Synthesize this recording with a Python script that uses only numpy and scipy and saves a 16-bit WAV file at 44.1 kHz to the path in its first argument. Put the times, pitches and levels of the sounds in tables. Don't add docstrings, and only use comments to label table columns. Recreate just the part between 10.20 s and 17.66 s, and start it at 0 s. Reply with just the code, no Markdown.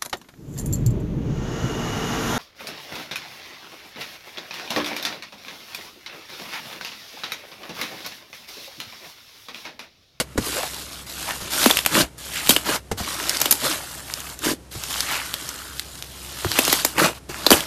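import sys
import numpy as np
from scipy import signal
from scipy.fft import rfft, irfft, next_fast_len
from scipy.io import wavfile
from scipy.ndimage import uniform_filter1d, map_coordinates

SR = 44100
rng = np.random.default_rng(int(sys.argv[2]) if len(sys.argv) > 2 else 0)


def file_out(sig):
    cols = np.atleast_2d(sig).T
    lim = np.clip(cols, -1, 1)
    pcm = np.round(lim * 32767).astype(np.int16)
    wavfile.write(sys.argv[1], SR, pcm)


N = 328986

# (time [s], cavity level [dB], open cavity pitch [Hz], relative rim level [dB],
# rim pitch [Hz], relative level of escaping air [dB], life before scaling [s])
AIR_POCKETS = [ (1.4593, -0.5, 234, -12, 2710, -8.5, 0.0073), (1.5035, -1.5, 303, -14, 1510, -12, 0.0018),
               (1.51, -10, 310, 0.5, 3280, -7, 0.0028), (1.6615, -2, 520, 0.5, 3170, 2, 0.0016),
               (2.2923, 1, 225, 3, 3850, 5, 0.0037), (2.3063, -16, 280, -2, 3330, -3, 0.004),
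               (2.3635, -9, 275, -2, 3000, -8.5, 0.003), (3.2150, -19, 400, -30, 3430, -5, 0.0034),
               (3.2569, -14.5, 264, -11.5, 3070, -12.5, 0.0045), (3.3098, -39, 400, 0, 11800, -4, 0.0053),
               (3.3244, -18, 324, -27, 2600, -3, 0.003), (6.388, -1.5, 236, -0.5, 2810, -1.5, 0.0031),
               (6.4781, -10.5, 260, -34.5, 3530, -11, 0.0035), (6.5274, -6, 264, -15, 3070, -2.5, 0.0033),
               (6.6484, -6, 270, -24, 3765, 0, 0.0027), (6.7812, -30, 345, -8.5, 2540, -17, 0.0026),
               (7.2651, 1, 278, 6, 4170, -4, 0.0025), (7.3051, 7.5, 257, 8, 4800, 3.5, 0.002),
               (7.3152, 16, 240, -20, 1990, 11, 0.0024), (7.3263, -10, 327, -1, 3090, -10, 0.0063), ]
# (frequency [Hz], relative level [dB])
AIR_JET = [(150, -21), (700, -10), (3200, -8), (6500, -5.5), (9000, -8.5), (14000, -3.5), (16000, -7)]


def amp(db):
    return 10 ** (np.asarray(db) / 20)


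def unit(x):
    return x / np.sqrt(np.mean(x ** 2) + 1e-20)


def add(track, s, sound):
    part = track[max(0, round(s * SR)):][:len(sound)]
    part += sound[:len(part)]


def wobble(rate):
    knots = rng.standard_normal(int(N * rate / SR) + 4)
    return map_coordinates(knots, [np.arange(N) * rate / SR])


def colour(x, points):
    size = next_fast_len(len(x) + 4096)
    hz, db = np.transpose(points)
    bins = np.fft.rfftfreq(size, 1 / SR)
    gain = amp(np.interp(np.log(bins + 1), np.log(hz), db))
    return unit(irfft(rfft(x, size) * gain, size)[:len(x)])


def noise(points, size):
    return colour(rng.standard_normal(size), points)


def swell(t, attack, life):
    return (1 - np.exp(-t / attack)) * np.exp(-t / life)


def gate(start, hold, rise, release):
    first = max(0, int((start - 2 * rise) * SR))
    last = min(N, int((start + hold + 2 * release) * SR))
    t = np.arange(first, last) / SR - start
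    before, after = np.maximum(-t, 0), np.maximum(t - hold, 0)
    return slice(first, last), -20 * (before / rise + after / release)


def kneading():
    # (frequency [Hz], relative level [dB])
    squelch_spectrum = [(60, -39), (140, 3.5), (220, -12), (300, 0), (420, -4), (650, 2), (850, -18),
                        (1500, -65)]
    tack_spectrum = [(300, -51), (600, -2.5), (760, -5), (1350, 2), (1800, 1.5), (2400, -0.5), (2900, 5.5),
                     (5000, -59)]
    fizz_spectrum = [(1200, -21.5), (2200, -7), (2600, -6.5), (3200, -0.5), (4000, 0.5), (5000, 1),
                     (6800, -1.5), (8000, -20.5), (12000, -53.5)]
    fine_spectrum = [(4000, -41), (6300, -8), (7200, -0.5), (9000, -1.5), (11000, 0), (14000, -2.5),
                     (16000, -22)]

    uneven_db, uneven_hz = 1.1, 18
    squelch_gain, tack_gain, fizz_gain, fine_gain = effort() * amp(uneven_db * wobble(uneven_hz))
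    settling = froth()
    squelch = cells(squelch_spectrum, rate=420, pitch_hz=377, cycles=2.93, spread_db=2.0, bed=0.73, size=1200)
    tack = cells(tack_spectrum, rate=1100, pitch_hz=1384, cycles=1.5, spread_db=2.0, bed=0.96, size=400)
    fizz = cells(fizz_spectrum, rate=1500, pitch_hz=4300, cycles=0.87, spread_db=1.7, bed=1.0, size=120)
    fine = cells(fine_spectrum, rate=2100, pitch_hz=9200, cycles=1.25, spread_db=2.5, bed=0.98, size=60)
    crackle = np.hypot(squelch_gain, amp(-5) * settling) * squelch
    crackle += np.hypot(tack_gain, amp(-5) * settling) * tack
    crackle += np.hypot(fizz_gain, settling) * fizz
    crackle += np.hypot(fine_gain, amp(4) * settling) * fine
    avalanches = unit(amp(0.7 * wobble(45) + 0.88 * wobble(260)))

    faint = ticks(rate=55, level_db=5, spread_db=9)
    clear = ticks(rate=8, level_db=13, spread_db=5)
    strays = np.minimum(fizz_gain, amp(-30)) * (faint + clear)
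    blips = stray_blips(rate=11, level_db=9, spread_db=9, pitch_hz=1400)
    wet = np.minimum(tack_gain, amp(-30)) * blips
    return amp(-0.65) * patchy(avalanches * crackle, depth_db=2.0) + strays + wet


def effort():
    # (time [s], build-up [s], easing [s], crest level [dB],
    # growth to the crest [dB], drop after it [dB], wetness added to squelch and tack [dB],
    # finest cells over the fizz [dB])
    presses = [(0.175, 0.08, 0.57, -31, 13, 10.5, -0.5, -1.5),
               (0.866, 0.18, 0.17, -35.5, 5.5, 6, 0.5, -0.5), (1.205, 0.012, 0.091, -34, 4, 6.5, 3.5, -3.0),
               (1.306, 0.14, 0.23, -21, 11.5, 18, 0.5, -0.5), (1.982, 0.35, 0.087, -29.5, 13, 14.5, 1, 0.5),
               (2.778, 0.48, 0.17, -29.0, 5.0, 24, 2, -2.5), (3.571, 0.053, 0.51, -42.5, 0, -1.5, 3.5, 1.0),
               (4.515, 0.23, 0.24, -30.5, 10, 7, -1, -1.0), (5.0, 0.096, 1, -37.5, 3, 9, -1, -0.5),
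               (5.96, 0.58, 0.22, -24, 21.0, 23.5, 0, -1.5), (7.092, 0.28, 0.1, -30.5, 10.5, 11.5, 5.5, -2)]
    # (time at full speed [s], hold [s], rise [s], release [s],
    # fizz level [dB], tack over the fizz [dB], squelch over the fizz [dB])
    peels = [ (0.0, 0.01, 0.02, 0.025, -26, 0, 1.5), (0.384, 0.052, 0.26, 0.13, -38, 5, -12),
             (1.087, 0.014, 0.025, 0.068, -34, 5.5, -5.5), (1.747, 0.067, 0.055, 0.041, -21.5, 2, -0.5),
             (2.466, 0.093, 0.04, 0.03, -28, 1, -3), (3.466, 0.053, 0.14, 0.13, -26, -2, -6),
             (4.247, 0.074, 0.046, 0.029, -26.5, -2.5, -4.5), (4.891, 0.06, 0.046, 0.15, -33.5, 2.5, -8),
             (6.362, 0.03, 0.041, 0.079, -29, 1.5, -6.5), (6.795, 0.062, 0.037, 0.066, -23, 5.5, 2.5),
             (6.951, 0.032, 0.023, 0.016, -45, -1.5, -1.5), ]

    grip_s, let_go_s = 0.0081, 0.096
    press_tack_db, press_squelch_db = -4.5, -10.5
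    peel_fine_db = -1
    t, power = np.arange(N) / SR, np.zeros((4, N))
    for s, build, ease, db, growth, drop, wet, fine in presses:
        level = np.interp(t, [s, s + build, s + build + ease], [db - growth, db, db - drop])
        mix = amp([[press_squelch_db + wet], [press_tack_db + wet], [0], [fine]])
        span, shape = gate(s, build + ease, grip_s, let_go_s)
        power[:, span] += (mix * amp(level[span] + shape)) ** 2
    for s, hold, rise, release, db, tack, squelch in peels:
        mix = amp([[squelch], [tack], [0], [peel_fine_db]])
        span, shape = gate(s, hold, rise, release)
        power[:, span] += (mix * amp(db + shape)) ** 2
    return np.sqrt(power)


def froth():
    start_db = -24
    fall_s, reference_life_s = 0.086, 0.0057
    power, t = np.zeros(N), np.arange(SR // 4) / SR
    for s, *_, air_db, life in AIR_POCKETS:
        gain = amp(air_db + start_db - 20 * t / fall_s) * life / reference_life_s
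        add(power, s, gain ** 2)
    return np.sqrt(power)


def cells(spectrum, rate, pitch_hz, cycles, spread_db, bed, size):
    count = int(rate * N / SR)
    when, pitch, strength = rng.random((count, 3)).T
    hz = pitch_hz * 2 ** (2 * pitch - 1)
    turns = hz[:, None] * np.arange(size) / SR
    gain = amp(spread_db * np.minimum(-np.log(1 - strength), 5))
    rings = gain[:, None] * np.sin(2 * np.pi * turns) * np.exp(-turns / cycles)
    index = (when * N).astype(int)[:, None] + np.arange(size)
    grains = np.bincount(index.ravel(), rings.ravel(), N)[:N]
    return colour(unit(grains) + bed * rng.standard_normal(N), spectrum)


def patchy(x, depth_db):
    z = signal.stft(x, nperseg=1024)[2]
    field = rng.standard_normal(z.shape)
    field = uniform_filter1d(field, size=5, axis=0)
    field = uniform_filter1d(field, size=5, axis=1)
    gain = unit(amp(depth_db * unit(field)))
    return signal.istft(z * gain, nperseg=1024)[1][:N]


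def ticks(rate, level_db, spread_db):
    out = np.zeros(N)
    for when, pitch, strength in rng.random((int(rate * N / SR), 3)):
        gain = amp(level_db + spread_db * strength ** 2)
        add(out, when * N / SR, gain * snap(2200 * 3.5 ** pitch))
    return out


def stray_blips(rate, level_db, spread_db, pitch_hz):
    when, pitch, strength = rng.random((int(rate * N / SR), 3)).T
    rows = zip(when * N / SR, level_db + spread_db * strength ** 2, pitch_hz * 1.5 ** (pitch - .5))
    return bubbles(rows, cycles=1.2, sink=0.9, attack=0.037)


def sheet():
    # (time at full stretch [s], hold [s], rise [s], release [s],
    # level [dB], ring pitch [Hz], half-width [octaves])
    stretches = [ (2.156, 0.04, 0.048, 0.073, -29, 2850, 0.71),
                 (4.886, 0.061, 0.057, 0.16, -28.5, 2600, 0.78), (5.000, 0.49, 0.2, 0.2, -43.5, 1470, 0.31),
                 ]
    out = np.zeros(N)
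    for s, hold, rise, release, db, hz, width in stretches:
        band = [(hz * 2 ** (k * width), -4 * k * k) for k in range(-4, 5)]
        pores = cells(band, rate=700, pitch_hz=hz, cycles=1.7, spread_db=2.5, bed=0.98, size=300)
        span, shape = gate(s, hold, rise, release)
        out[span] += amp(db + shape) * pores[span]
    return out


def snaps():
    # (time [s], relative level [dB], pitch [Hz])
    clear_snaps = [ (0.544, -17, 4330), (1.1074, -11.5, 2900), (1.3348, -9, 3550), (1.4411, 1, 4070),
                   (1.498, -5, 3170), (1.5347, -13, 2820), (1.57, 4.5, 2920), (1.589, 0.5, 2880),
                   (1.6502, -9, 2860), (2.2630, -14, 3180), (2.272, -9, 3200), (3.0939, 3.5, 4890),
                   (3.1694, -8, 5280), (3.2023, -6, 7430), (3.938, -8, 5160), (4.0033, -15, 6540),
                   (4.1902, -15.5, 6670), (4.6366, -9, 6600), (4.7410, -14, 3990), (4.8052, -1, 5070),
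                   (5.1397, -5, 3780), (5.29, -10, 5800), (5.5948, -6, 3920), (5.8238, -15, 3440),
                   (5.8434, -22, 3300), (6.316, -5.5, 4740), (6.4504, -3, 6380), (6.499, -7, 4280),
                   (6.5885, -13.5, 5340), (7.4057, -6.5, 3220), ]
    out = np.zeros(N)
    for s, db, hz in clear_snaps:
        add(out, s + .0008, amp(db + 2.0) * snap(hz))
    return out


def snap(hz):
    t = np.arange(SR // 40) / SR
    ring = 1.25 * np.sin(2 * np.pi * hz * t) * swell(t, .00006, 0.00027)
    tear = 0.37 * np.exp(-t / 0.00085) * noise(AIR_JET, len(t))
    scatter_spectrum = [(400, -30), (1300, -2.5), (3500, -1), (7000, 0), (14000, -8)]
    scatter = 0.16 * swell(t, 0.001, 0.0027) * noise(scatter_spectrum, len(t))
    return ring + tear + scatter


def pockets(closed_hz, opening, emptying):
    out, t = np.zeros(N), np.arange(SR // 16) / SR
    for s, cavity_db, open_hz, rim_db, rim_hz, air_db, life in AIR_POCKETS:
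        pressure = np.exp(-(t / (1.39 * life)) ** emptying)
        cavity_hz = open_hz + closed_hz * np.exp(-t / opening)
        cavity = np.sin(2 * np.pi * np.cumsum(cavity_hz) / SR) * swell(t, 0.00073, 1.26 * life)
        flutter = 0.13 * noise([(30, -8), (700, -3), (2500, -26.5)], len(t))
        rim = np.sin(2 * np.pi * np.cumsum(rim_hz * (1 + flutter)) / SR)
        jet = noise(AIR_JET, len(t))
        escape = pressure * (amp(rim_db - 4.0) * rim + amp(air_db - 2.0) * jet)
        add(out, s, amp(cavity_db) * cavity + escape)
    return out


def bubbles(table, cycles, sink, attack):
    out, t = np.zeros(N), np.arange(SR // 16) / SR
    for s, db, hz in table:
        life = cycles / hz
        note_hz = hz * 2 ** (sink * (2 * np.exp(-t / life) - 1))
        ring = np.sin(2 * np.pi * np.cumsum(note_hz) / SR) * swell(t, attack * life, life)
        add(out, s, amp(db) * ring / np.abs(ring).max())
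    return out


def pats(thud_life, air_life, slap_life):
    # (time [s], relative thud level [dB], thud pitch [Hz], relative level of trapped air [dB],
    # settled pitch of trapped air [Hz], relative slap level [dB])
    landings = [ (0.1766, -14, 122, -14.5, 392, -10.5), (1.2150, -31, 94, -62, 286, -32),
                (1.824, -26.5, 55.3, -36, 250, -48), (2.7132, -23, 98, -15, 427, -13.5),
                (2.799, -24.5, 84.6, -23, 700, -20), (4.5530, -28, 112, -29, 307, -29),
                (6.2467, -16, 100, -11.5, 344, -19), (7.0925, -40, 116.4, -22, 355, -24),
                (7.321, -22.5, 86, -20, 423, -36), ]
    # (frequency [Hz], relative level [dB])
    thud_spectrum = [(30, -24), (65, -7), (130, 5.5), (220, -4.5), (450, -15), (1200, -60)]
    # (frequency [Hz], relative level [dB])
    slap_spectrum = [(100, -5), (500, -10.5), (1400, -12), (3000, -20), (7000, -18.5), (14000, -31)]
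    out, t = np.zeros(N), np.arange(SR // 5) / SR
    for s, thud_db, thud_hz, air_db, air_hz, slap_db in landings:
        quiver = 0.38 * noise(thud_spectrum, len(t))
        thud = (0.69 * np.sin(2 * np.pi * thud_hz * t) + quiver) * swell(t, 0.003, thud_life)
        sinking_hz = air_hz * (1 + 1.79 * np.exp(-t / 0.00159))
        cup = np.sin(2 * np.pi * np.cumsum(sinking_hz) / SR) * swell(t, 0.003, air_life)
        slap = noise(slap_spectrum, len(t)) * swell(t, 0.0015, slap_life)
        add(out, s, amp(air_db + 1.0) * cup + amp(slap_db - 3.0) * slap)
        add(out, s + 0.00635, amp(thud_db + 6.0) * thud)
    return out


def fold(width_hz):
    # (time [s], level [dB], resonance [Hz])
    glide = [(0.24, -59, 461), (0.27, -33, 421), (0.295, -32.5, 340), (0.32, -50, 362), (0.35, -35, 434),
             (0.39, -31, 524), (0.416, -38, 634), (0.437, -32, 758), (0.48, -45, 846)]
    s, db, hz = np.transpose(glide)
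    t = np.arange(N) / SR
    phase = 2 * np.pi * np.cumsum(np.interp(t, s, hz)) / SR
    flutter = [(width_hz / 2, 0), (width_hz, -4), (4 * width_hz, -26), (20 * width_hz, -80)]
    whistle = noise(flutter, N) * np.sin(phase) + noise(flutter, N) * np.cos(phase)
    return amp(np.interp(t, s, db, left=-120, right=-120)) * whistle


def reflections(x, wet_db, life):
    t = np.arange(SR // 6) / SR
    spectrum = [(100, 2), (400, 1.0), (4000, -2.0), (14000, -0.5)]
    tail = noise(spectrum, len(t)) * swell(t, 0.0012, life)
    return amp(wet_db) * signal.fftconvolve(x, tail / np.linalg.norm(tail))[:N]


def room():
    # (frequency [Hz], relative level [dB])
    room_spectrum = [(20, -26.5), (36, -31.5), (52, -8), (75, -7), (140, -4.5), (230, -11.5), (450, -14.5),
                     (800, -20.5), (2250, -27.5), (10700, -32), (14000, -40)]
    noise_db = -46.5
    hum_hz, hum_db, waver_db = 64.5, -46, 1.5
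    t = np.arange(N) / SR
    phase = 2 * np.pi * hum_hz * t + 0.18 * wobble(2.2)
    hum = amp(hum_db + waver_db * wobble(2.32)) * np.sin(phase)
    octave = amp(-58.5) * np.sin(2 * phase)
    return amp(noise_db) * noise(room_spectrum, N) + hum + octave


def scene():
    # (time [s], peak level [dB], middle pitch [Hz])
    blips = [(0.4335, -16, 770), (1.7526, -6, 1680), (3.0009, -16, 1630), (3.1474, -21, 1630),
             (3.9002, -20, 1460), (4.0704, -23.5, 1800), (4.7596, -18, 1110), (6.2467, -11, 1100),
             (6.3170, -13.5, 1690), (7.1441, -18.5, 1520)]
    # (time [s], peak level [dB], middle pitch [Hz])
    gulps = [(0.1570, -24, 260), (0.1830, -11, 268), (1.7560, -16, 246), (2.4920, -20, 296),
             (2.4960, -17, 580), (2.7165, -15.5, 465), (4.2680, -17, 293), (4.2890, -18, 272),
             (4.3150, -16.5, 310), (4.3340, -20.5, 312), (7.3400, -11.5, 322)]
    slime = kneading() + sheet() + fold(width_hz=120)
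    bursts = snaps() + pockets(closed_hz=2520, opening=0.001414, emptying=1.44)
    wet = bubbles(blips, cycles=1.55, sink=1.0, attack=0.04)
    wet += bubbles(gulps, cycles=1.56, sink=0.57, attack=0.058)
    palms = pats(thud_life=0.014, air_life=0.0084, slap_life=0.0078)
    blows = bursts + wet + palms
    mix = slime + blows + reflections(blows, wet_db=-14.5, life=0.028) + room()
    return mix[None]


def record(dry):
    ceiling, top_hz = .7, 14100
    clipped = dry / (1 + np.abs(dry / ceiling) ** 6) ** (1 / 6)
    size = next_fast_len(N + SR // 10)
    hz = np.fft.rfftfreq(size, 1 / SR)
    band_limit = 1 / np.sqrt(1 + (hz / top_hz) ** 200)
    return irfft(rfft(clipped, size) * band_limit, size)[:, :N]


dry = scene()
out = record(dry)
file_out(out)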